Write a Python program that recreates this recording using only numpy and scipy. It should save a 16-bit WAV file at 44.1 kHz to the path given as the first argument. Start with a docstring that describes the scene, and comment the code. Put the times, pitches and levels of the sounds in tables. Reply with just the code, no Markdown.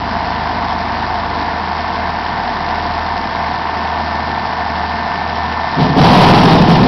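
"""A beet harvester's six-cylinder diesel holds working speed in a field: knocks ring its panels and
rattle loose parts, valves tick and gears whine over a bed of fan air. A tractor pulls up beside it
and drops to idle, and the two exhaust notes beat against each other. Near the end a run of gusts
thumps a small camera's microphone and overloads it into a faint, bright crackle."""
import sys
import numpy as np
from scipy import signal
from scipy.fft import rfft, irfft, next_fast_len
from scipy.io import wavfile
from scipy.ndimage import uniform_filter1d

SR = 44100
rng = np.random.default_rng(int(sys.argv[2]) if len(sys.argv) > 2 else 0)


def master_out(mix):
    """Clip the mix to full scale and print it as 16-bit PCM to the path in sys.argv[1]."""
    frames = np.transpose(np.atleast_2d(mix))
    ceiling = np.clip(frames, -1, 1)
    pcm = np.round(ceiling * 32767).astype(np.int16)
    wavfile.write(sys.argv[1], SR, pcm)


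N = 302967

# rush of the cooling fans and running gear: f/Hz, level/dB
FAN_SPECTRUM = [(20, -32), (60, -12), (105, -3), (160, 2), (225, 1), (310, -5), (450, -7.5), (550, -10.5),
                (900, -3), (1400, -4.5), (2500, -19), (6000, -37.5)]
# gusts at the microphone: start t/s, hold t/s, strength level/dB, extra eddy level/dB
GUSTS = [(5.755, 0.014, -10, 5.5), (5.942, 0.36, -4, 6), (6.175, 0.01, -7.5, 6), (6.403, 0.017, -6, 8),
         (6.48, 0.076, -6.5, 2.5), (6.644, 0.019, -5.5, 5.5), (6.767, 0.01, -7.5, 2.5)]
# thump of wind on the camera housing: f/Hz, level/dB
BUFFET_SPECTRUM = [(20, -16.5), (45, -17), (90, -12), (125, -4.5), (150, 1.5), (175, 0.5), (205, -5.5),
                   (250, -3.5), (310, -10.5), (450, -11.5), (560, -23), (1500, -42)]
# eddies in the housing's slots: f/Hz, level/dB
EDDY_SPECTRUM = [(200, -12), (450, -17), (560, -5), (720, 4.5), (1000, 1.5), (1400, -13), (2300, -16.5),
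                 (3100, -13.5), (5000, -18.5), (6500, -19.5)]
# the tractor slows to idle and labours briefly as it stops: t/s, firing rate f/Hz
TRACTOR_FIRING = [(0, 54.1), (1.42, 50.6), (1.68, 42.5), (2.3, 39.5), (3.2, 40.4), (3.42, 36.9),
                  (3.7, 39.2), (4.5, 38.6)]
# its exhaust note at idle speed: multiple of the firing rate, rolling level/dB, standing level/dB
TRACTOR_HARMONICS = [(1, -37, -46), (2, -39.5, -38.5)]
# its puffs of exhaust gas: f/Hz, level/dB
PUFF_SPECTRUM = [(60, -22.0), (130, -9.5), (210, 2.5), (320, -1.5), (450, -15.0), (1500, -34.0)]
# the harvester's exhaust note and gear tones: multiple of the cycle rate, level/dB
HARVESTER_TONES = [(6, -30.3), (14, -41), (36, -45), (51, -40), (54, -43), (67, -36), (69, -28.5),
                   (75, -33.5), (102, -45), (132, -42)]
# its valve and injector ticks: f/Hz, level/dB
TICK_SPECTRUM = [(900, -18.5), (1800, -5.5), (2500, 0.5), (3200, 0.5), (4200, 1.5), (5200, 1), (6500, -8)]
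# its knocks: place in the two-turn engine cycle (0 to 1), level/dB
KNOCKS = [(0, 0), (.12, -1.5), (.21, 2), (.325, -5), (.43, 0), (.5, -3), (.55, -4), (.68, 0.5), (.78, -4.5),
          (.85, -4.5)]
# ring of its block and panels: f/Hz, level/dB
PANEL_SPECTRUM = [(90, -23), (200, -12), (330, -15.5), (460, -9.5), (550, -16), (700, 2), (900, 0.5),
                  (1120, -3), (1290, -17.5), (1520, -7), (1750, -12), (2080, -11.5), (2500, -21),
                  (5500, -28.5)]
# a faint bright lift near 10 kHz: f/Hz, level/dB
TREBLE_LIFT = [(6000, 0), (7500, 2), (10500, 5), (15000, 0)]


def undb(db):
    """Decibels to gain."""
    return 10 ** (np.asarray(db) / 20)


def level(x, db):
    """Scale to an rms level."""
    return x * undb(db) / np.sqrt(np.mean(x ** 2))


def colour(x, spectrum):
    """EQ a signal with a curve of (f/Hz, level/dB) points."""
    hz, db = np.transpose(spectrum)
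    size = next_fast_len(len(x) + SR // 10)
    bins = np.maximum(np.fft.rfftfreq(size, 1 / SR), 1)
    gain = undb(np.interp(np.log(bins), np.log(hz), db))
    return irfft(rfft(x, size) * gain, size)[:len(x)]


def noise(spectrum):
    """Coloured noise of rms 1."""
    return level(colour(rng.standard_normal(N), spectrum), 0)


def wander(rate_hz):
    """Smooth random modulation with a spread near 1."""
    hold = int(SR / rate_hz)
    steps = np.repeat(rng.standard_normal(N // hold + 1), hold)
    return 1.3 * uniform_filter1d(uniform_filter1d(steps, hold), hold)[:N]


def strikes(cycles, place, scatter_db):
    """One hit of uneven strength each time the engine passes a place in its cycle."""
    hits = np.flatnonzero(np.diff(np.floor(cycles - place)) > 0)
    pulses = np.zeros(N)
    pulses[hits] = undb(scatter_db * rng.standard_normal(len(hits)))
    return pulses


def fade(t60):
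    """A short exponential tail that falls at 60 dB per t60 seconds."""
    return np.exp(-np.log(1000) * np.arange(SR // 8) / SR / t60)


def ring(pulses, response):
    """Let every pulse trigger a response."""
    return signal.fftconvolve(pulses, response)[:N]


def fans(air_db=-27, blade_hz=230, blade_db=-37):
    """A bed of rushing cooling air with an unsteady blade tone."""
    blade_passes = np.cumsum(blade_hz * (1 + .008 * wander(6.6))) / SR
    air = noise(FAN_SPECTRUM) * undb(air_db + 0.38 * wander(11))
    blade_tone = np.sin(2 * np.pi * blade_passes) * undb(1.2 * wander(8.3))
    return air + level(blade_tone, blade_db)


def gust(start, hold, attack_s=0.037, release_db_per_s=42):
    """Envelope of one gust: it rises fast, holds and dies away."""
    age = np.arange(N) / SR - start
    release = undb(-release_db_per_s * np.maximum(age - attack_s - hold, 0))
    return np.clip(age / attack_s, 0, 1) * release


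def wind(eddy_db=-5, eddy_growth=1.59, eddy_lag_s=0.013, flutter_db=0.5):
    """Overlapping gusts thump the housing; brighter eddies trail each thump and swell more steeply."""
    thump_power, eddy_power = 0, 0
    for start, hold, db, extra_db in GUSTS:
        thump_power += (undb(db) * gust(start, hold)) ** 2
        trailing = undb(db) * gust(start + eddy_lag_s, hold)
        eddy_power += (undb(extra_db) * trailing ** eddy_growth) ** 2
    buffet = noise(BUFFET_SPECTRUM) * np.sqrt(thump_power) * undb(flutter_db * wander(50))
    eddies = noise(EDDY_SPECTRUM) * np.sqrt(eddy_power) * undb(eddy_db + 1.54 * wander(160))
    return buffet + eddies


def coasting_dip_db(firing_hz, db_per_hz_per_s=0.46, lag_s=0.2):
    """Fuel is cut while the tractor's revs fall, so its note ducks, with a short lag."""
    slowing = np.maximum(-np.gradient(firing_hz, 1 / SR), 0)
    follow = 1 / (lag_s * SR)
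    return db_per_hz_per_s * signal.lfilter([follow], [1, follow - 1], slowing)


def tractor(stop_s=3.6, unload_s=0.35, note_db_per_octave=7, idle_puff_db=-35, puff_db_per_octave=10):
    """A soft exhaust note rides speed and load; each firing adds a puff of gas, stronger above idle."""
    t = np.arange(N) / SR
    firing_hz = np.interp(t, *np.transpose(TRACTOR_FIRING))
    firings = np.cumsum(firing_hz) / SR
    octaves_over_idle = np.log2(firing_hz / firing_hz[-1])
    standing = np.clip((t - stop_s) / unload_s + .5, 0, 1)  # the load comes off as it stops
    effort_db = note_db_per_octave * octaves_over_idle - coasting_dip_db(firing_hz)
    note = 0
    for order, rolling_db, standing_db in TRACTOR_HARMONICS:
        db = effort_db + rolling_db * (1 - standing) + standing_db * standing
        note += undb(db) * np.sqrt(2) * np.cos(2 * np.pi * order * firings)
    puff_envelope = np.exp(-(firings % 1) / 0.44)
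    puffs = colour(puff_envelope * rng.standard_normal(N), PUFF_SPECTRUM)
    return note + level(puffs, idle_puff_db) * undb(puff_db_per_octave * octaves_over_idle)


def valves(cycles, shake, count=34, tick_db=-31.5, hiss_db=-43.0):
    """Valves and injectors tick at set places in the cycle, harder after a knock, over a fine hiss."""
    places = (np.arange(count) + rng.random(count)) / count
    contacts = sum(strikes(cycles, place, scatter_db=2.3) for place in places)
    accents = 2 + level(shake, 0)
    ticks = ring(contacts * accents, fade(t60=.006)) * rng.standard_normal(N)
    return level(colour(ticks, TICK_SPECTRUM), tick_db) + undb(hiss_db) * noise(TICK_SPECTRUM)


def exhaust_and_gears(cycles, waver_db=0.66, whine_order=136, whine_start_db=-37.5, rise_db_per_s=1.2):
    """Tones locked to the crankshaft; moving air makes the high ones waver more. The top whine grows."""
    whine_db = whine_start_db + rise_db_per_s * np.arange(N) / SR
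    tones = 0
    for order, db in HARVESTER_TONES + [(whine_order, whine_db)]:
        waver = waver_db * min(order / 50, 1) * wander(12)
        tones += undb(db + waver) * np.sqrt(2) * np.cos(2 * np.pi * order * cycles)
    return tones


def harvester(cycle_hz=13.137, ring_t60=0.036, rattle_t60=0.13, ring_db=-24.5, rattle_db=-21.5):
    """Each diesel knock rings the panels the same way every cycle and shakes loose parts into a rattle."""
    cycles = np.cumsum(cycle_hz * (1 + .0004 * wander(6))) / SR
    tail = fade(ring_t60)
    rings, blows = 0, 0
    for place, db in KNOCKS:
        pulses = undb(db) * strikes(cycles, place, scatter_db=0.7)
        rings += ring(pulses, tail * rng.standard_normal(len(tail)))
        blows += pulses
    panels = level(colour(rings, PANEL_SPECTRUM), ring_db)
    shake = ring(blows, fade(rattle_t60))
    rattle = level(colour(shake * rng.standard_normal(N), PANEL_SPECTRUM), rattle_db)
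    return panels + rattle + valves(cycles, shake) + exhaust_and_gears(cycles)


def scene():
    """Both machines, the fan bed and the wind, mixed to mono."""
    return (harvester() + tractor() + fans() + wind())[None]


def record(dry, ceiling=0.7, rail=0.69, band_hz=5600, top_hz=15800):
    """The preamp saturates, a low-pass follows, and its overshoots clip into a faint, bright crackle."""
    driven = dry[0] / (1 + (dry[0] / ceiling) ** 8) ** (1 / 8)
    low_pass = signal.firwin(121, band_hz, window=("kaiser", 8), fs=SR)
    dulled = signal.lfilter(low_pass, 1, driven)
    bright = colour(np.clip(dulled, -rail, rail), TREBLE_LIFT)
    top_cut = signal.ellip(8, .2, 70, top_hz, fs=SR, output="sos")
    return signal.sosfilt(top_cut, bright)[None]


dry = scene()
out = record(dry)
master_out(out)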